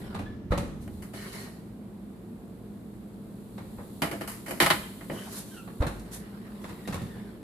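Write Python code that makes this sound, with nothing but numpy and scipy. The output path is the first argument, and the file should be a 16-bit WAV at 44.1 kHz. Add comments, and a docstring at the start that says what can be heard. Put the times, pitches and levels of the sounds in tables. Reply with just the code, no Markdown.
"""Baking sheet out of the oven

A kitchen with a humming fan, made of coloured noise and steady tones. An oven door thuds (air push,
seal, panel modes, cavity boom); a steel baking sheet scrapes off the rack and clanks down on the stove
top (chattering noise bursts and ringing modes), its food sizzling faintly in fine noise. The door
squeaks shut on gliding tones, a towel swishes as patchy noise, and a hand knocks about on the stove.
A small hard room answers the steel blows and the squeaks with a diffuse tail."""
import sys
import numpy as np
from scipy import signal
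from scipy.fft import rfft, irfft, next_fast_len
from scipy.io import wavfile
from scipy.ndimage import uniform_filter1d, map_coordinates

SR = 44100
rng = np.random.default_rng(int(sys.argv[2]) if len(sys.argv) > 2 else 0)


def pcm_store(signal):
    """Save signal as 16-bit PCM."""
    levels = np.round(np.clip(np.atleast_2d(signal), -1, 1) * 32767)
    wavfile.write(sys.argv[1], SR, levels.astype(np.int16).T)


N = 327654
NOW = np.arange(N) / SR  # s since the scene began
AGE = np.arange(SR * 3 // 4) / SR  # s since a blow began

# In every spectrum table density_db is relative: dB per Hz before the noise is scaled to its level.


def amp(db):
    """Decibels to gain."""
    return 10 ** (np.asarray(db) / 20)


def unit(x):
    """Scaled to rms 1."""
    return x / np.sqrt(np.mean(x ** 2) + 1e-20)


def unit_attack(x):
    """Scaled to rms 1 over its first 20 ms."""
    return x / np.sqrt(np.mean(x[:, :SR // 50] ** 2) + 1e-20)


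def fade(t60):
    """Exponential decay of one blow, 60 dB down after t60 seconds."""
    return 1000.0 ** (-AGE / np.maximum(t60, 1e-3))


def along(points, hz):
    """Interpolate (Hz, value) points on a log frequency axis."""
    point_hz, value = np.transpose(points)
    return np.interp(np.log(hz + 1), np.log(point_hz + 1), value)


def wobble(rate, size=N):
    """A smooth random curve with rate knots a second."""
    knots = rng.standard_normal(int(size * rate / SR) + 4)
    return map_coordinates(knots, [NOW[:size] * rate])


def strokes(rows, attack, release_t60):
    """Gain of (start_s, length_s, level_db) strokes: each rises, holds, then dies away; powers add."""
    power = np.zeros(N)
    for start, length, level_db in rows:
        rise = np.clip((NOW - start) / attack, 0, 1)
        fall_db = 60 * np.maximum(NOW - start - length, 0) / release_t60
        power += (rise * amp(level_db - fall_db)) ** 2
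    return np.sqrt(power)


def filtered(x, response):
    """x times a response of frequency."""
    n = x.shape[-1]
    m = next_fast_len(n + 8192)
    return irfft(rfft(x, m) * response(np.fft.rfftfreq(m, 1 / SR)), m)[..., :n]


def coloured(x, spectrum):
    """x through a causal minimum-phase filter with the given (Hz, dB) shape."""
    n = x.shape[-1]
    m = 2 * next_fast_len(n // 2 + 4096)
    gain = np.maximum(amp(along(spectrum, np.fft.rfftfreq(m, 1 / SR))), 1e-5)
    # folding the cepstrum forward puts the filter's energy as early as it can be
    cepstrum = irfft(np.log(gain))
    cepstrum[1:m // 2] *= 2
    cepstrum[m // 2 + 1:] = 0
    return irfft(rfft(x, m) * np.exp(rfft(cepstrum)), m)[..., :n]


def band(x, edges, kind):
    """A causal band filter."""
    return signal.sosfilt(signal.butter(3, edges, kind, fs=SR, output="sos"), x)


# how alike the two ears of the stereo picture are: freq_hz, likeness [0-1]
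STEREO_LIKENESS = [(60, 0.86), (200, 0.93), (350, 0.85), (700, 0.59), (1400, 0.053), (5000, 0.008)]


def diffuse(pair):
    """Two unrelated signals as spaced microphones hear them: bass alike, treble apart."""
    def mid_side(hz):
        turn = np.arccos(np.clip(along(STEREO_LIKENESS, hz), -1, 1)) / 2
        return np.array([np.cos(turn), np.sin(turn)])

    mid, side = filtered(pair, mid_side)
    return np.array([mid + side, mid - side])


def noise(spectrum, size=N):
    """Coloured stereo noise of rms 1."""
    return unit(coloured(diffuse(rng.standard_normal((2, size))), spectrum))


def patchy(x, depth_db):
    """x with a colour that shifts from moment to moment."""
    z = signal.stft(x, nperseg=512)[2]
    field = rng.standard_normal(z.shape[1:])
    field = uniform_filter1d(field, size=4, axis=0)  # smooth over frequency
    field = uniform_filter1d(field, size=12, axis=1)  # smooth over time
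    return signal.istft(z * amp(depth_db * unit(field)))[1][:, :N]


def add(track, start, sound):
    """Mix a sound into the track at start seconds."""
    part = track[:, max(round(start * SR), 0):][:, :sound.shape[-1]]
    part += sound[:, :part.shape[-1]]


# decay of the small hard room: freq_hz, t60_s
ROOM_DECAY = [(150, 1), (600, 0.56), (2500, 0.65), (8000, 0.61), (14000, 0.52)]


def in_kitchen(x, wet_db, build=0.0026):
    """x with a fresh room tail; it builds up quickly and each frequency dies at its own speed."""
    hz, t, z = signal.stft(rng.standard_normal((2, SR // 2)), SR, nperseg=256)
    z = z * amp(-60 * t / along(ROOM_DECAY, hz)[:, None]) * (1 - np.exp(-t / build))
    tail = diffuse(signal.istft(z, SR)[1])
    tail *= amp(wet_db) / np.linalg.norm(tail[0])
    return x + signal.fftconvolve(x, tail, axes=1)[:, :x.shape[-1]]


def blow(modes, colour, levels_db, chatter, rise, snap, clatter_db, ring_db, ring_t60):
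    """One contact: a snap, the uneven chatter of thin steel, and its modes at new strengths."""
    clatter = unit(amp(clatter_db * wobble(593, size=len(AGE))))
    burst = diffuse(rng.standard_normal((2, len(AGE)))) * clatter * fade(chatter) * (1 - fade(rise))
    burst[:, 0] -= snap

    hz, mode_db = np.transpose(modes)
    strength = amp(mode_db + 2 * rng.standard_normal((2, len(hz))))
    strength[1] *= rng.choice([-1, 1], len(hz))  # random polarity between the sides
    phase = rng.uniform(0, 2 * np.pi, (len(hz), 1))
    life = ring_t60 * (hz[:, None] / 1000) ** -.3  # high modes die sooner
    tones = np.sin(2 * np.pi * hz[:, None] * AGE + phase) * fade(life)
    ring = diffuse(strength @ tones)
    steel = unit_attack(coloured(burst, colour)) + amp(ring_db) * unit_attack(ring)

    # heavy contacts favour the low ranges, hard ones the high
    knock = band(steel, 800, "low")
    clang = band(steel, [800, 2400], "band")
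    edge = band(steel, [2400, 4700], "band")
    crack = band(steel, 4700, "high")
    ranges = (knock, clang, edge, crack)
    return sum(amp(level) * unit_attack(part) for level, part in zip(levels_db, ranges))


# spectrum of the fan's air: freq_hz, density_db
FAN_AIR = [(12, -71), (20, -39), (53, -5), (86, -15), (113, -1), (130, -20.5), (146, -6.5), (202, 1.5),
           (313, -12), (335, -7.5), (367, -9), (412, -14), (442, -15), (597, -19.5), (5000, -48),
           (6500, -53), (11000, -120)]
# mains and fan lines: pitch_hz, level_db [rms]
HUM_LINES = [(59.2, -67.5), (118.4, -57), (204.6, -50), (236.9, -63), (306.8, -59), (441.4, -62.5)]


def fan():
    """Steady air noise under hum lines that waver slightly in level and phase."""
    hum = np.zeros(N)
    for hz, level_db in HUM_LINES:
        phase = 2 * np.pi * hz * NOW + 1.1 * wobble(2.497)
        hum += amp(level_db + 0.57 * wobble(2.9)) * np.sqrt(2) * np.sin(phase)
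    return amp(-44) * noise(FAN_AIR) + hum


# the food's simmer, louder as it leaves the oven and comes nearer: time_s, level_db
SIMMER = [(0.0, -53.5), (0.45, -86), (0.95, -58.5), (1.8, -65.5), (3.2, -63), (4.0, -55), (5.1, -52.5),
          (6.4, -61), (6.95, -55), (7.43, -64)]
# spectrum of the sizzle: freq_hz, density_db
FIZZ_COLOUR = [(2060, -17), (3500, -1.5), (4360, -1), (4830, -6.5), (5730, -12), (6690, -6), (8100, -0.5),
               (8960, -5), (9790, 1.5), (11700, -1), (14500, -2.5)]
FLARE_DB, FLARE_T60 = -32, 0.66  # dB re the level of the jolt, s


def sizzle():
    """Fine fluttering noise of hot fat, which flares whenever the sheet is jolted."""
    jolts = [(start, 0, level_db + FLARE_DB) for start, level_db, *_ in SHEET_CONTACTS]
    flare = strokes(jolts, attack=0.023, release_t60=FLARE_T60)
    simmer = amp(np.interp(NOW, *np.transpose(SIMMER)))
    return np.hypot(simmer, flare) * unit(noise(FIZZ_COLOUR) * amp(0.81 * wobble(700)))


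# the door rumbles on its hinges as it swings: start_s, length_s, level_db
DOOR_SWINGS = [(0.0, 1, -43.5), (3.58, 0.37, -52.5)]
# resonance of the oven cavity, also heard in the door's thud: freq_hz, density_db
CAVITY_BOOM = [(20, -26), (35, 1), (52, -19.5), (75, 5), (115, -2.5), (200, -3.5), (320, -8.5), (800, -48)]
STOVE_SHAKE_DB, SHEET_SHAKE_DB = -11.5, -17.5  # rumble re the sum of a blow's level_db and knock_db


def cabinet():
    """The swinging door and every knock shake the stove's cabinet; the light sheet shakes it less."""
    shakes = [(start, 0, level_db + knock_db + STOVE_SHAKE_DB)
              for start, level_db, knock_db, _ in STOVE_CONTACTS]
    shakes += [(start, 0, level_db + knock_db + SHEET_SHAKE_DB)
               for start, level_db, knock_db, _, _ in SHEET_CONTACTS]
    return strokes(DOOR_SWINGS + shakes, attack=0.0098, release_t60=0.49) * noise(CAVITY_BOOM)


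# towel on foil and sheet: start_s, length_s, level_db [before the 3 dB lift in brush]
TOWEL_STROKES = [(0.8, 0.024, -57), (0.91, 0.041, -69), (5.1, 0.29, -53), (5.3, 0.05, -45.5),
                 (5.35, 0.036, -42), (5.44, 0.14, -55.5), (6.108, 0.04, -43.5), (6.6, 0.11, -61)]
# spectrum of cloth and foil: freq_hz, density_db
CLOTH_COLOUR = [(1760, -9), (3000, -13.5), (3450, -9.5), (4090, -6), (4760, -10.5), (5880, -8), (7650, -7),
                (11000, -4), (14500, -14)]


def brush(pull):
    """Cloth swells softly in noise of nearly even colour; a pull on the sheet also rustles its foil."""
    cloth = strokes(TOWEL_STROKES, attack=0.03, release_t60=0.26)
    rustle = cloth + amp(-3.5) * pull
    return amp(3.0) * rustle * unit(patchy(noise(CLOTH_COLOUR), depth_db=1.3) * amp(0.47 * wobble(170)))


# door, sheet and hand along the stove: start_s, length_s, level_db [before the 2 dB lift in rub]
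STOVE_RUBS = [(0.0, 0.15, -51.5), (3.57, 0.21, -66), (5.11, 0.18, -50.5), (6.05, 1.21, -57),
              (6.87, 0.044, -48)]
# spectrum of metal friction, shared with the scrape: freq_hz, density_db
FRICTION_COLOUR = [(240, -33), (400, 3.5), (466, -12), (594, -7.5), (941, -11), (1040, -7), (1220, -11),
                   (1900, -11.5), (2520, -19.5), (3010, -16.5), (3630, -24), (4050, -22.5), (5500, -24.5),
                   (7150, -71), (12100, -120)]


def rub():
    """Surfaces slide along the stove as grainy noise whose colour shifts."""
    slide = strokes(STOVE_RUBS, attack=0.006, release_t60=1)
    return amp(2.0) * slide * unit(patchy(noise(FRICTION_COLOUR), depth_db=3.0) * amp(2 * wobble(200)))


# wires of the rack: freq_hz, width_hz, level_db [resonance gain, relative]
RACK_WIRES = [(1875, 83, -1), (2190, 140, 3), (2960, 83, -4), (4250, 800, 4)]


def scrape(pull):
    """Sliding metal catches in tiny slips that ring the rack's wires as resonant filters."""
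    def wires(f):
        return sum(amp(level_db) * 1j * f * width / (hz * hz - f * f + 1j * f * width)
                   for hz, width, level_db in RACK_WIRES)

    slips = noise(FRICTION_COLOUR) * amp(-0.8 * wobble(500))
    rack = unit(slips) + amp(-5) * unit(filtered(slips, wires))
    return amp(3.0) * pull * unit(patchy(rack, depth_db=2.5))  # the contact point wanders


# the sheet is pulled over the rack: start_s, length_s, level_db [before the 3 dB lift in scrape]
SHEET_PULLS = [(1.13, 0.16, -49.5), (1.315, 0.1, -47)]


def friction():
    """The pull drives both scrape and foil: it catches at once and the rack rings out."""
    pull = strokes(SHEET_PULLS, attack=0.016, release_t60=0.6)
    return brush(pull) + rub() + scrape(pull)


# rubbing metal: start_s, length_s, level_db [fundamental's peak], pitch_hz [at the start],
# glide_hz_per_s, octave_db [re fundamental], roughness [0-1]
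METAL_SQUEAKS = [(0.257, 0.03, -44, 1685, 1815, -12, 0.2), (4.824, 0.03, -63, 1580, -850, 15, 0.35),
                 (5.116, 0.16, -58.5, 1535, 0, 6.5, 0.8), (5.502, 0.14, -51.5, 1605, -2300, -4, 0.75),
                 (6.62, 0.76, -59, 1970, -340, -7.5, 0.85)]


def squeaks(jitter=0.06):
    """Hinge and metal slip at a pitch: each squeak swells, glides and fades; roughness smears it."""
    out = np.zeros(N)
    for start, length, level_db, pitch, glide, octave_db, rough in METAL_SQUEAKS:
        age = np.clip(NOW - start, 0, length)
        hz = (pitch + glide * age) * (1 + jitter * rough * wobble(900))
        phase = 2 * np.pi * np.cumsum(hz) / SR
        tone = np.sin(phase) + amp(octave_db) * np.sin(2 * phase)
        tone *= amp(5 * rough * wobble(120))
        out += amp(level_db) * np.sin(np.pi * age / length) * tone
    return in_kitchen(np.array([out, out]), wet_db=-5)


# the hand comes down softly on the stove top: start_s, level_db
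HAND_THUMPS = [(6.879, -34), (7.018, -33), (7.163, -42)]
# deepest modes of the stove top: pitch_hz, level_db [re the thump], t60_s
COOKTOP_MODES = [(124.4, 0.5, 0.33), (169.5, 0, 0.37), (212.6, 3, 0.34)]


def thumps(rise=0.033):
    """A soft hand rings only the deepest modes of the stove top."""
    out = np.zeros((2, N))
    for start, level_db in HAND_THUMPS:
        ring = sum(amp(level_db + mode_db) * np.sin(2 * np.pi * hz * AGE) * fade(t60)
                   for hz, mode_db, t60 in COOKTOP_MODES)
        add(out, start, np.array([ring, ring]) * (1 - fade(rise)))
    return out


# knocks on door and stove: start_s, level_db [reference], knock_db [low range re level],
# crack_db [high range re level]; stove() trims each range
STOVE_CONTACTS = [(0.146, -27.5, -3.5, -21), (0.191, -31.5, 3, -19), (0.519, -19, -1, -28),
                  (0.577, -24.5, 3, -12.5), (3.58, -34.5, -1.5, -21), (3.783, -36.5, 3, -48),
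                  (5.676, -36.5, -3, -31), (5.821, -21, -1, -27.5), (5.867, -26, -3.5, -13.5),
                  (5.996, -52, 3, 2), (6.641, -31.5, -3.5, -21.5), (6.692, -35.5, -1, -16),
                  (6.876, -29, 2.5, -12), (6.926, -29.5, -10, -13), (6.942, -29, 1, -11),
                  (7.017, -41.5, 13, -9), (7.162, -48, 11, -20)]
# modes of the stove's panels: pitch_hz, level_db [relative]
STOVE_MODES = [(290.7, -43.5), (473.7, -44.5), (522.2, -52), (570.6, -48), (592.2, -81), (732.1, -47),
               (796.7, -61), (1066, -53), (1297, -57), (1873, -50), (2180, -81), (2756, -60)]
# dense ringing between those modes: freq_hz, density_db
STOVE_RINGING = [(59, -27), (100, -2.5), (216, -9), (342, -12.5), (540, -15), (754, -16), (1100, -12),
                 (1220, -14), (1810, -23), (3110, -33.5), (3910, -28), (4810, -39), (10600, -37),
                 (14500, -47.5)]
STOVE_EDGE_DB, STOVE_EDGE_FOLLOWS = -11, 0.41  # edge re level at 0 dB crack, dB per dB of crack
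# t60 in s at 0 dB crack; every so many dB less crack doubles it
STOVE_CHATTER_S, CHATTER_DOUBLING_DB = 0.092, 36


def stove():
    """Hinge stops, door and hand knock on steel panels; harder contacts are brighter and shorter."""
    out = np.zeros((2, N))
    for start, level_db, knock_db, crack_db in STOVE_CONTACTS:
        edge_db = STOVE_EDGE_DB + STOVE_EDGE_FOLLOWS * crack_db
        chatter = STOVE_CHATTER_S * 2 ** (-crack_db / CHATTER_DOUBLING_DB)
        levels_db = level_db + np.array([knock_db - 9.0, -12, edge_db, crack_db - 5.5])
        hit = blow(STOVE_MODES, STOVE_RINGING, levels_db, chatter,
                   rise=0.0082, snap=5.2, clatter_db=2, ring_db=-12, ring_t60=0.2)
        add(out, start, in_kitchen(hit, wet_db=-5))
    return out


# the door meets its seal: start_s, level_db [reference for all its parts], clonk_db [panel re level]
DOOR_THUDS = [(0.506, -18, 3), (5.803, -17.5, -3)]
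# the door's outer panel: pitch_hz, level_db [re the clonk], t60_s
PANEL_MODES = [(506, 0, 0.068), (567, -3.5, 0.093), (1274, 2, 0.022)]


def door(push_hz=72, push_s=0.007, seal_rise=0.0066, boom_rise=0.0051, clonk_delay=0.014):
    """One swing of air and a crushed seal; then the panel clonks and the oven cavity booms."""
    out = np.zeros((2, N))
    for start, level_db, clonk_db in DOOR_THUDS:
        push = np.sin(2 * np.pi * push_hz * AGE) * np.exp(-((AGE - push_s) / push_s) ** 2)
        seal = noise(STOVE_RINGING, size=len(AGE)) * AGE / seal_rise * np.exp(1 - AGE / seal_rise)
        boom = noise(CAVITY_BOOM, size=len(AGE)) * fade(0.32) * (1 - np.exp(-AGE / boom_rise))
        sway = np.sin(2 * np.pi * 52 * AGE) * fade(0.98)  # the whole door swings on its hinges
        thud = amp(2) * push + amp(-19) * seal + amp(-14) * sway + amp(-12) * boom
        add(out, start, amp(level_db) * thud)

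        clonk = sum(amp(mode_db) * np.sin(2 * np.pi * hz * AGE) * fade(t60)
                    for hz, mode_db, t60 in PANEL_MODES)
        clonk = amp(level_db + clonk_db) * clonk * (1 - fade(0.04))
        add(out, start + clonk_delay, in_kitchen(np.array([clonk, clonk]), wet_db=-7.5))
    return out


# contacts of the sheet: start_s, level_db [reference], knock_db [low range re level],
# crack_db [high range re level], chatter_t60_s; tray() trims each range
SHEET_CONTACTS = [(0.878, -39.5, -5, -19, 0.042), (1.023, -36.5, -17.5, -12, 0.23),
                  (1.136, -36, -3, -17, 0.12), (4.0197, -14, -7, -18, 0.22), (4.113, -24.5, -5, -18, 0.26),
                  (4.21, -24.5, -5.5, -19, 0.19), (4.276, -27.5, -17, -9, 0.43),
                  (4.462, -29.5, -14, -16, 0.55), (4.482, -31, -2, -10.5, 0.85),
                  (4.509, -24, -4.5, -15, 0.11), (4.602, -6.5, -14.5, -20, 0.096),
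                  (4.611, -11, -15.5, -15.5, 0.41), (4.624, -12.5, -9.5, -18, 0.14),
                  (4.662, -11.5, -24, -19, 0.074), (4.668, -15.5, -13, -24, 0.042),
                  (4.703, -6.5, -16, -21, 0.075), (4.708, -14.5, -14, -19, 0.21),
                  (5.009, -34, -11, -33, 0.2), (5.098, -26, -0.5, -35, 0.24)]
# modes of the sheet: pitch_hz, level_db [relative]
SHEET_MODES = [(296.1, -41), (349.9, -38.5), (527.6, -45), (678.3, -43), (818.3, -42), (1001, -48),
               (1260, -48), (1340, -46), (1421, -48.5), (1459, -49), (1572, -78), (1750, -48), (1884, -46),
               (2040, -46), (2164, -49), (2239, -77), (2439, -48), (2950, -35), (3047, -47), (3079, -36.5),
               (3171, -39), (3515, -38), (3666, -44.5), (3903, -40), (4140, -46), (4317, -62)]
# dense ringing between those modes: freq_hz, density_db
SHEET_RINGING = [(88, -47), (150, 4), (247, -1.5), (287, 2), (421, -2.5), (667, 0), (734, -10.5),
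                 (1020, -5.5), (1410, -8), (2220, -9), (2590, -12), (3020, -2.5), (5900, -13.5),
                 (11300, -4.5), (14500, -15)]
# bright edge re level at 0 dB, dB lost per dB of softer blow, dB per dB of crack
EDGE_DB, EDGE_FORCE, EDGE_FOLLOWS = -6, 0.26, 0.39


def tray():
    """The sheet touches the rack, bumps the stove's edge, then lands and bounces; hard hits ring higher."""
    out = np.zeros((2, N))
    for start, level_db, knock_db, crack_db, chatter in SHEET_CONTACTS:
        edge_db = EDGE_DB + EDGE_FORCE * level_db + EDGE_FOLLOWS * crack_db
        levels_db = level_db + np.array([knock_db - 7.0, -13, edge_db, crack_db - 2.5])
        hit = blow(SHEET_MODES, SHEET_RINGING, levels_db, chatter,
                   rise=0.0043, snap=5.5, clatter_db=1.5, ring_db=-7.5, ring_t60=0.2)
        add(out, start, in_kitchen(hit, wet_db=-14.0))
    return out


def scene():
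    """All the layers together, leaning a little to the right."""
    backdrop = fan() + sizzle() + cabinet()
    handling = friction() + squeaks() + thumps()
    blows = stove() + door() + tray()
    return (backdrop + handling + blows) * amp([[-.3], [.3]])


def record(dry):
    """A very steep low-pass at 14650 Hz limits the band."""
    return filtered(dry, lambda hz: 1 / (1 + (hz / 14650) ** 200))


dry = scene()
out = record(dry)
pcm_store(out)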